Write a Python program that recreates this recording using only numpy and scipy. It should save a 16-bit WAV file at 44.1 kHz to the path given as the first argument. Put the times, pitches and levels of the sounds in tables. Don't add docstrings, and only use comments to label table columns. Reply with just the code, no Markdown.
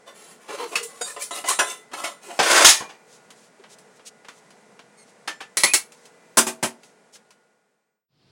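import sys
import numpy as np
from scipy import signal
from scipy.fft import rfft, irfft, next_fast_len
from scipy.io import wavfile
from scipy.ndimage import map_coordinates

SR = 44100
rng = np.random.default_rng(int(sys.argv[2]) if len(sys.argv) > 2 else 0)


def generate_wav(signal):
    frames = np.transpose(np.atleast_2d(signal))
    scaled = np.clip(frames, -1, 1) * 32767
    pcm = np.round(scaled).astype(np.int16)
    wavfile.write(sys.argv[1], SR, pcm)


N = 366462

# lower edge in Hz, upper edge in Hz.
BANDS = [(130, 330), (330, 1000), (1000, 3000), (3000, 6000), (6000, 15500)]
OCTAVES = np.log2(np.sqrt(np.prod(BANDS, axis=1) / np.prod(BANDS[2])))

# frequency in Hz, relative level in dB per Hz.
AIR_SPECTRUM = [(30, -39), (85, -32), (130, -9), (210, 0), (311, -9.5), (450, -1), (550, -4.5), (700, -4),
                (1280, -11.5), (1860, -12), (3310, -22), (7870, -22), (15500, -32.5)]
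RUMBLE_SPECTRUM = [(30, -35), (90, -17), (145, -7), (200, -15.5), (300, -18), (520, -23), (1900, -32),
                   (5000, -27.5), (6200, -42), (12000, -49.5)]
# frequency in Hz, average level in dB.
HUM_LINES = [(431, -66), (477, -65), (1437, -67), (2003, -69.5), (2385, -75.5)]

# frequency in Hz, time to fall by 60 dB in seconds.
ROOM_DECAY = [(200, 0.31), (600, 0.56), (2000, 0.25), (10000, 0.21)]
# frequency in Hz, gain in dB.
MICROPHONE_RESPONSE = [(100, -3.5), (6000, -1.5), (8000, -0.5), (10600, -2.5), (11400, -11.5),
                       (15500, -14.5)]

# start in seconds, length in seconds, level in dB.
BRUSHES = [(3.034, .19, -54), (3.315, .2, -56), (3.682, .08, -47), (3.9, .1, -58.5), (4.044, 0.0601, -46.5),
           (4.289, 0.13, -54.5), (4.921, 0.24, -59), (5.903, 0.22, -55.5), (6.806, 0.15, -56),
           (7.119, 0.066, -47.5)]
# frequency in Hz, relative level in dB per Hz.
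BRUSH_SPECTRUM = [(1000, -21), (2500, -5.5), (6500, 0.5), (10400, -6), (15500, -9)]
# time in seconds, strength in dB, treble hardness in dB per octave.
TAPS = [(3.304, -47.5, .5), (3.597, -57.5, -4), (3.638, -43, -8.5), (3.785, -60, 5), (3.995, -50, -7.5),
        (4.247, -45.5, -5.5), (4.284, -36.5, -4.5), (4.505, -52.5, -1), (4.792, -44, -5),
        (5.92, -50.5, 1.5), (6.054, -52, 1), (6.833, -49, 0), (7.154, -44, -0.3), (7.306, -46, .2)]
# thud, knock, clack, click and sizzle in dB.
TAP_COLOUR = (-18.5, -7, -0.5, -2.5, 0)

# time in seconds, strength in dB, hardness in dB per octave,
# ring level in dB (low when the thing is gripped).
RACK_HITS = [(2.391, -12.5, -3.5, -12.5), (2.51, -19.5, -2, -13), (2.647, -7.5, 3, -7),
             (2.666, -14, 4.5, -12), (2.686, -12.5, 4, -11), (2.804, -32.5, -6, -17),
             (2.892, -40.5, -3, -13)]
TUB_HITS = [(6.372, -15, 0.89, 2), (6.467, -28, -0.11, 2.5), (6.628, -21.5, -1.2, -3.5)]
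BOWL_HITS = [(0.489, -35.5, -4.5, -18), (0.83, -42.5, 8.5, -10.5), (1.164, -37, -2.5, 1.5),
             (1.221, -38.5, 8.5, -25.5), (1.309, -33, -.5, 2.5), (1.369, -38, 0, -1.5),
             (1.441, -30, -2.44, -3.5), (1.486, -24.5, 5, -4), (1.501, -22.5, 2, -5.5),
             (1.59, -12.5, -0.33, -7), (1.916, -41.5, -2.5, -8), (1.934, -30, 0, -9),
             (2.039, -24, 0.44, -9)]
PLATE_HITS = [(0.756, -16.5, -.2, -1)]
SAUCER_HITS = [(1.011, -31, 0, 1)]
CUP_HITS = [(5.276, -22, .7, -3.5), (5.405, -30.5, -1.1, -8)]
MUG_HITS = [(5.571, -19, 0, -4.5), (5.602, -30, 1, -10.5), (5.636, -12.5, -1, -2.5), (5.681, -32, -1.5, -3),
            (5.737, -13.5, 1, -9.5)]

# frequency in Hz, level in dB, time to fall by 60 dB in seconds.
RACK_MODES = [(380, -7.5, 0.59), (620, -6.5, 0.49), (878, -6, 0.53), (1738, -2, .25), (1803, -3, 0.36),
              (1947, -7.5, 0.43), (2410, -10.5, 0.5), (3800, -1, 0.098), (4882, -1, 0.24), (5250, 1, 0.17),
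              (6180, -0.5, .22), (6530, 1.5, 0.27)]
TUB_MODES = [(159, -13.5, 0.23), (234, 4.5, 0.27), (275, -8.5, .4), (371, -4.5, 0.34), (648, -11, 0.45),
             (886, -1, 0.13), (1566, -7, 0.19)]
BOWL_MODES = [(431, -14, .7), (567, -4, .28), (700, -2, .2), (1029, -1, .28), (1313, -9, .45),
              (2003, -13, .7), (2028, -3, .2), (2935, -3, .2), (3550, -5, .4), (3915, -4, .38),
              (4400, -5, .3), (5600, -6, .25), (6394, -6, .3), (7225, -4, .35), (7504, -7, .3),
              (8619, -6, .35), (9490, -4, .33), (10110, -5, .3)]
PLATE_MODES = [(466.5, 0, 0.59), (1070, -6, 0.15), (1224, -6, 0.11), (2013, -13.5, .5), (2595, 11, 0.091),
               (2850, -2, 0.2), (4360, 4, 0.2), (4600, -4, 0.18), (5300, 0.5, 0.13), (7100, -7, 0.2),
               (7900, -20, 0.19), (9030, -18, 0.39)]
SAUCER_MODES = [(477, 15.5, 0.053), (723, 2, 0.096), (1527, -1.5, 0.13), (3720, 5, 0.27), (4870, 10, 0.15),
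                (6770, 4, 0.23), (7330, -7, 0.33), (7400, -6, 0.39), (8590, -3, 0.43), (10700, -12, 0.49)]
CUP_MODES = [(547, -9, .15), (823, 9.5, 0.078), (1770, -1, 0.22), (4330, 1, 0.13), (5330, -18, .4),
             (7220, -13, 0.49)]
MUG_MODES = [(558, 6.5, 0.084), (1950, 0.5, 0.17), (2170, 1.5, .14), (2300, -3, 0.21), (4050, 2.5, 0.13),
             (4430, 2, 0.17), (8220, -5.5, 0.065), (10660, -4, 0.22)]

# thud, knock, clack, click and sizzle in dB.
RACK_COLOUR = (-24, -3.5, 0, -1, -3)
TUB_COLOUR = (-9.5, -1, -0.5, -8.5, 6.5)
BOWL_COLOUR = (-28.5, -0.5, 0.5, -9.5, -3)
PLATE_COLOUR = (-23, -16, -1.5, -11.5, -2)
SAUCER_COLOUR = (-35, 4, 6.5, -11.5, 8.5)
CUP_COLOUR = (-31, -7.5, 0.5, -8.5, -10.5)
MUG_COLOUR = (-21.5, -10, -1.5, -3.5, 7.5)

# knock, clack, click and sizzle in dB.
ROLL_COLOUR = (-1, 1.5, -5, -1.5)
SCRAPE_COLOUR = (1.5, -1.5, -10.5, -.5)
# start in seconds, length in seconds, strength in dB,
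# hardness in dB per octave.
SCRAPES = [(0.057, 0.031, -45, -1.5), (0.136, .19, -54, 2.5), (.39, 0.24, -57, 0.5),
           (0.472, 0.079, -39, -1.5), (0.571, .07, -36.5, -1.6), (.665, 0.08, -54, 4.5),
           (0.705, .03, -37, -2), (0.863, 0.16, -53.5, 2), (1.038, .069, -43, 3), (1.188, 0.027, -41, 4.5),
           (1.322, .057, -37.5, 2.5), (1.451, 0.03, -33, 2), (1.654, .061, -38, 2.65),
           (1.952, .13, -38.5, 0), (2.211, 0.17, -48, 1), (2.283, .033, -43.5, -4.5)]
# start in seconds, length in seconds, first pitch in Hz, last pitch in Hz, level in dB.
GAP_TONES = [(0.49, 0.067, 402, 445, -34), (0.585, 0.092, 479, 458, -31.5), (0.788, 0.097, 447, 446, -36.5),
             (1.01, 0.071, 4730, 4630, -41.5), (1.032, 0.045, 3750, 3660, -41),
             (1.077, 0.054, 1820, 1740, -39.5), (1.164, .04, 1930, 1730, -49),
             (1.2, 0.047, 2220, 2500, -39), (1.308, .07, 3950, 3820, -38.5),
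             (1.473, 0.064, 1004, 1166, -24), (2.259, 0.048, 423, 343, -41), (3.59, 0.033, 423, 383, -48),
             (3.691, 0.053, 440, 400, -52), (5.63, 0.04, 1950, 2116, -21.5),
             (5.643, 0.093, 2270, 2584, -27.5)]
# start in seconds, length in seconds, first pitch in Hz,
# last pitch in Hz, level in dB.
SQUEAK = (4.965, .085, 2210, 2090, -56)
SQUEAK_PARTIALS = (-2, -4, -3, 2, -5)

TAP_T60_S = .135
ROLL_START_S, ROLL_END_S = 2.42, 2.66
ROLL_START_DB, ROLL_RISE_DB_PER_S, ROLL_FULL_DB = -26, 64, -17
FADE_START_S, FADE_END_S, FADE_POWER = 6.49, 8.09, 1.21
RUMBLE_START_S, RUMBLE_DB = 8.08, -57
TOP_HZ = 15900


def amp(db):
    return 10 ** (np.asarray(db) / 20)


def unit(x):
    return x / np.sqrt(np.mean(x ** 2, axis=-1, keepdims=True) + 1e-20)


def along(points, hz):
    f, v = np.transpose(points)
    return np.interp(np.log(hz + 1), np.log(f + 1), v)


def wobble(rate, size):
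    knots = rng.standard_normal(4096)
    return map_coordinates(knots, [np.arange(size) * rate / SR], mode="wrap")


def ramp(start_s, end_s):
    return np.clip((np.arange(N) / SR - start_s) / (end_s - start_s), 0, 1)


def add(track, s, x):
    start = max(round(s * SR), 0)
    track[start:start + len(x)] += x[:N - start]


def filtered(x, response):
    size = x.shape[-1]
    m = next_fast_len(size + 4096)
    spectrum = rfft(x, m) * response(np.fft.rfftfreq(m, 1 / SR))
    return irfft(spectrum, m)[..., :size]


def noise(spectrum):
    return unit(filtered(rng.standard_normal(N), lambda hz: amp(along(spectrum, hz))))


def split(x, uneven_db=2, width_hz=110):
    def response(hz):
        knots = rng.standard_normal(1024)
        peaks = amp(uneven_db * map_coordinates(knots, [hz / width_hz], mode="wrap"))
        bands = [((1 + (low / (hz + 1)) ** 10) * (1 + (hz / high) ** 10)) ** -.5 for low, high in BANDS]
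        return peaks * np.array(bands)
    return unit(filtered(x, response))


def ring(modes, colour, scatter_db=2, chatter_s=.00003):
    t = np.arange(SR * 3 // 4) / SR
    hz, db, t60 = np.transpose(modes)[:, :, None]
    tilt = np.interp(np.log(hz), np.log(BANDS).mean(1), colour)
    level = db + tilt + scatter_db * rng.standard_normal(hz.shape)
    hz = hz * (1 + .016 * np.minimum(hz / 8000, 1) * rng.standard_normal(hz.shape))
    clock = t + chatter_s * wobble(70, len(t))
    waves = np.sin(2 * np.pi * (hz * clock + rng.random(hz.shape)))
    return np.sum(amp(level - 60 * t / t60) * waves, 0)


def strikes(hits, modes, colour_db, t60, clatter_db, crack_db, attack, dwell, uneven_db):
    out = np.zeros(N)
    for s, db, hardness, ring_db in hits:
        colour = np.array(colour_db) + hardness * OCTAVES
        tone = amp(ring_db) * ring(modes, colour)
        t = np.arange(len(tone)) / SR
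        drain = amp(clatter_db - 60 * np.maximum(t - dwell, 0) / t60)
        crack = amp(crack_db - 60 * t / 0.0054)
        bands = split(rng.standard_normal(len(t)), uneven_db)
        clatter = (drain + crack) * (amp(colour) @ bands)
        onset = 1 - np.exp(-t / attack)
        add(out, s - .001, amp(db) * (clatter + tone) * onset)
    return out


def rub(t, modes, ring_db, rough_db, uneven_db):
    slips = rng.standard_normal(len(t)) * amp(rough_db * wobble(170, len(t)))
    body = signal.fftconvolve(slips, ring(modes, np.zeros(len(BANDS))))[:len(t)]
    return split(unit(slips) + amp(ring_db) * unit(body), uneven_db)[1:]


def background():
    t = np.arange(N) / SR
    hum = np.zeros(N)
    for hz, db in HUM_LINES:
        level = amp(db + 2.6 * wobble(4, N)) * np.sqrt(2)
        hum += level * np.sin(2 * np.pi * hz * t + .7 * wobble(2.6, N))
    air = amp(-53 + 0.68 * wobble(4.3, N)) * noise(AIR_SPECTRUM)
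    return hum + air


def rumble():
    return amp(RUMBLE_DB) * ramp(RUMBLE_START_S, N / SR) * noise(RUMBLE_SPECTRUM)


def kitchen_echo(x):
    hz, t, z = signal.stft(rng.standard_normal(SR), SR, nperseg=256)
    fall = amp(-60 * t / along(ROOM_DECAY, hz)[:, None])
    tail = signal.istft(z * fall, SR, nperseg=256)[1]
    delayed = np.pad(tail, (400, 0))
    return signal.fftconvolve(x, delayed / np.linalg.norm(tail))[:N]


def brushes():
    out, hiss = np.zeros(N), noise(BRUSH_SPECTRUM)
    for s, length, db in BRUSHES:
        size = int(length * SR)
        level = amp(db + 3.9 * wobble(29, size)) * signal.windows.tukey(size, .8)
        add(out, s, level * hiss[int(s * SR):][:size])
    return out


def taps():
    out, t = np.zeros(N), np.arange(SR // 4) / SR
    fall = amp(-1.5 - 60 * t / TAP_T60_S) + amp(-6 - 60 * t / 0.0136)
    fall = fall * (1 - np.exp(-t / .0005))
    for s, db, hardness in TAPS:
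        colour = np.array(TAP_COLOUR) + hardness * np.maximum(OCTAVES, 0)
        add(out, s, amp(db) * fall * (amp(colour) @ split(rng.standard_normal(len(t)))))
    return out


def rack_roll():
    out, t = np.zeros(N), np.arange(0, ROLL_END_S - ROLL_START_S, 1 / SR)
    level_db = np.minimum(ROLL_START_DB + ROLL_RISE_DB_PER_S * t, ROLL_FULL_DB)
    bands = rub(t, RACK_MODES, ring_db=-15.5, rough_db=2, uneven_db=2.5)
    rattle = amp(level_db) * (amp(ROLL_COLOUR) @ bands)
    add(out, ROLL_START_S, rattle * signal.windows.tukey(len(t), .1))
    return out


def rack():
    jolts = strikes(RACK_HITS, RACK_MODES, RACK_COLOUR, t60=0.22, clatter_db=-5.5, crack_db=-11,
                    attack=.0015, dwell=.012, uneven_db=3)
    knocks = strikes(TUB_HITS, TUB_MODES, TUB_COLOUR, t60=.15, clatter_db=-1.5, crack_db=-5.0,
                     attack=0.0019, dwell=0.017, uneven_db=2.0)
    return rack_roll() + jolts + knocks


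def squeak():
    s, length, start_hz, end_hz, db = SQUEAK
    out, size = np.zeros(N), int(length * SR)
    pitch = np.linspace(start_hz, end_hz, size) * (1 + .009 * wobble(260, size))
    phase = 2 * np.pi * np.cumsum(pitch) / SR
    stack = sum(amp(level) * np.sin(k * phase) for k, level in enumerate(SQUEAK_PARTIALS, 1))
    add(out, s, amp(db) * signal.windows.tukey(size, .5) * stack)
    return out


def gap_tones(base_width_hz=55, width_share=0.039):
    out = np.zeros(N)
    for s, length, start_hz, end_hz, db in GAP_TONES:
        size = int(length * SR)
        phase = 2 * np.pi * np.cumsum(np.linspace(start_hz, end_hz, size)) / SR
        width = base_width_hz + width_share * start_hz
        tone = wobble(width, size) * np.sin(phase) + wobble(width, size) * np.cos(phase)
        add(out, s, amp(db) * unit(tone) * signal.windows.tukey(size, .5))
    return out


def scrapes(rise=0.03, t60=0.24):
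    out = np.zeros(N)
    for s, length, db, hardness in SCRAPES:
        t = np.arange(int((length + t60) * SR)) / SR
        stroke = np.minimum(t / rise, 1) * amp(db - 60 * np.maximum(t - length, 0) / t60)
        colour = np.array(SCRAPE_COLOUR) + hardness * OCTAVES[1:]
        bands = rub(t, BOWL_MODES, ring_db=-11.5, rough_db=1.5, uneven_db=4.5)
        add(out, s, stroke * (amp(colour) @ bands))
    return out


def crockery():
    bowl = strikes(BOWL_HITS, BOWL_MODES, BOWL_COLOUR, t60=.19, clatter_db=-4.0, crack_db=-5,
                   attack=0.0014, dwell=0.0049, uneven_db=5.0)
    plate = strikes(PLATE_HITS, PLATE_MODES, PLATE_COLOUR, t60=0.18, clatter_db=-6.0, crack_db=-10.5,
                    attack=.0007, dwell=0.0074, uneven_db=1.5)
    saucer = strikes(SAUCER_HITS, SAUCER_MODES, SAUCER_COLOUR, t60=0.064, clatter_db=-6.0, crack_db=-14,
                     attack=0.0049, dwell=.008, uneven_db=4.0)
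    cup = strikes(CUP_HITS, CUP_MODES, CUP_COLOUR, t60=0.15, clatter_db=-3.0, crack_db=-5,
                  attack=0.0024, dwell=0.0054, uneven_db=2)
    mug = strikes(MUG_HITS, MUG_MODES, MUG_COLOUR, t60=0.15, clatter_db=-5.5, crack_db=-5,
                  attack=0.00026, dwell=0.0069, uneven_db=2.5)
    return squeak() + gap_tones() + scrapes() + bowl + plate + saucer + cup + mug


def scene():
    near = brushes() + taps() + rack() + crockery()
    room = background() + near + amp(-22.5) * kitchen_echo(near)
    fade_out = ramp(FADE_END_S, FADE_START_S) ** FADE_POWER
    return (room * fade_out + rumble())[None]


def record(dry, hardness=5):
    ceiling = .8
    x = filtered(dry, lambda hz: amp(along(MICROPHONE_RESPONSE, hz)))
    x = x / (1 + np.abs(x / ceiling) ** hardness) ** (1 / hardness)
    return filtered(x, lambda hz: hz < TOP_HZ)


dry = scene()
out = record(dry)
generate_wav(out)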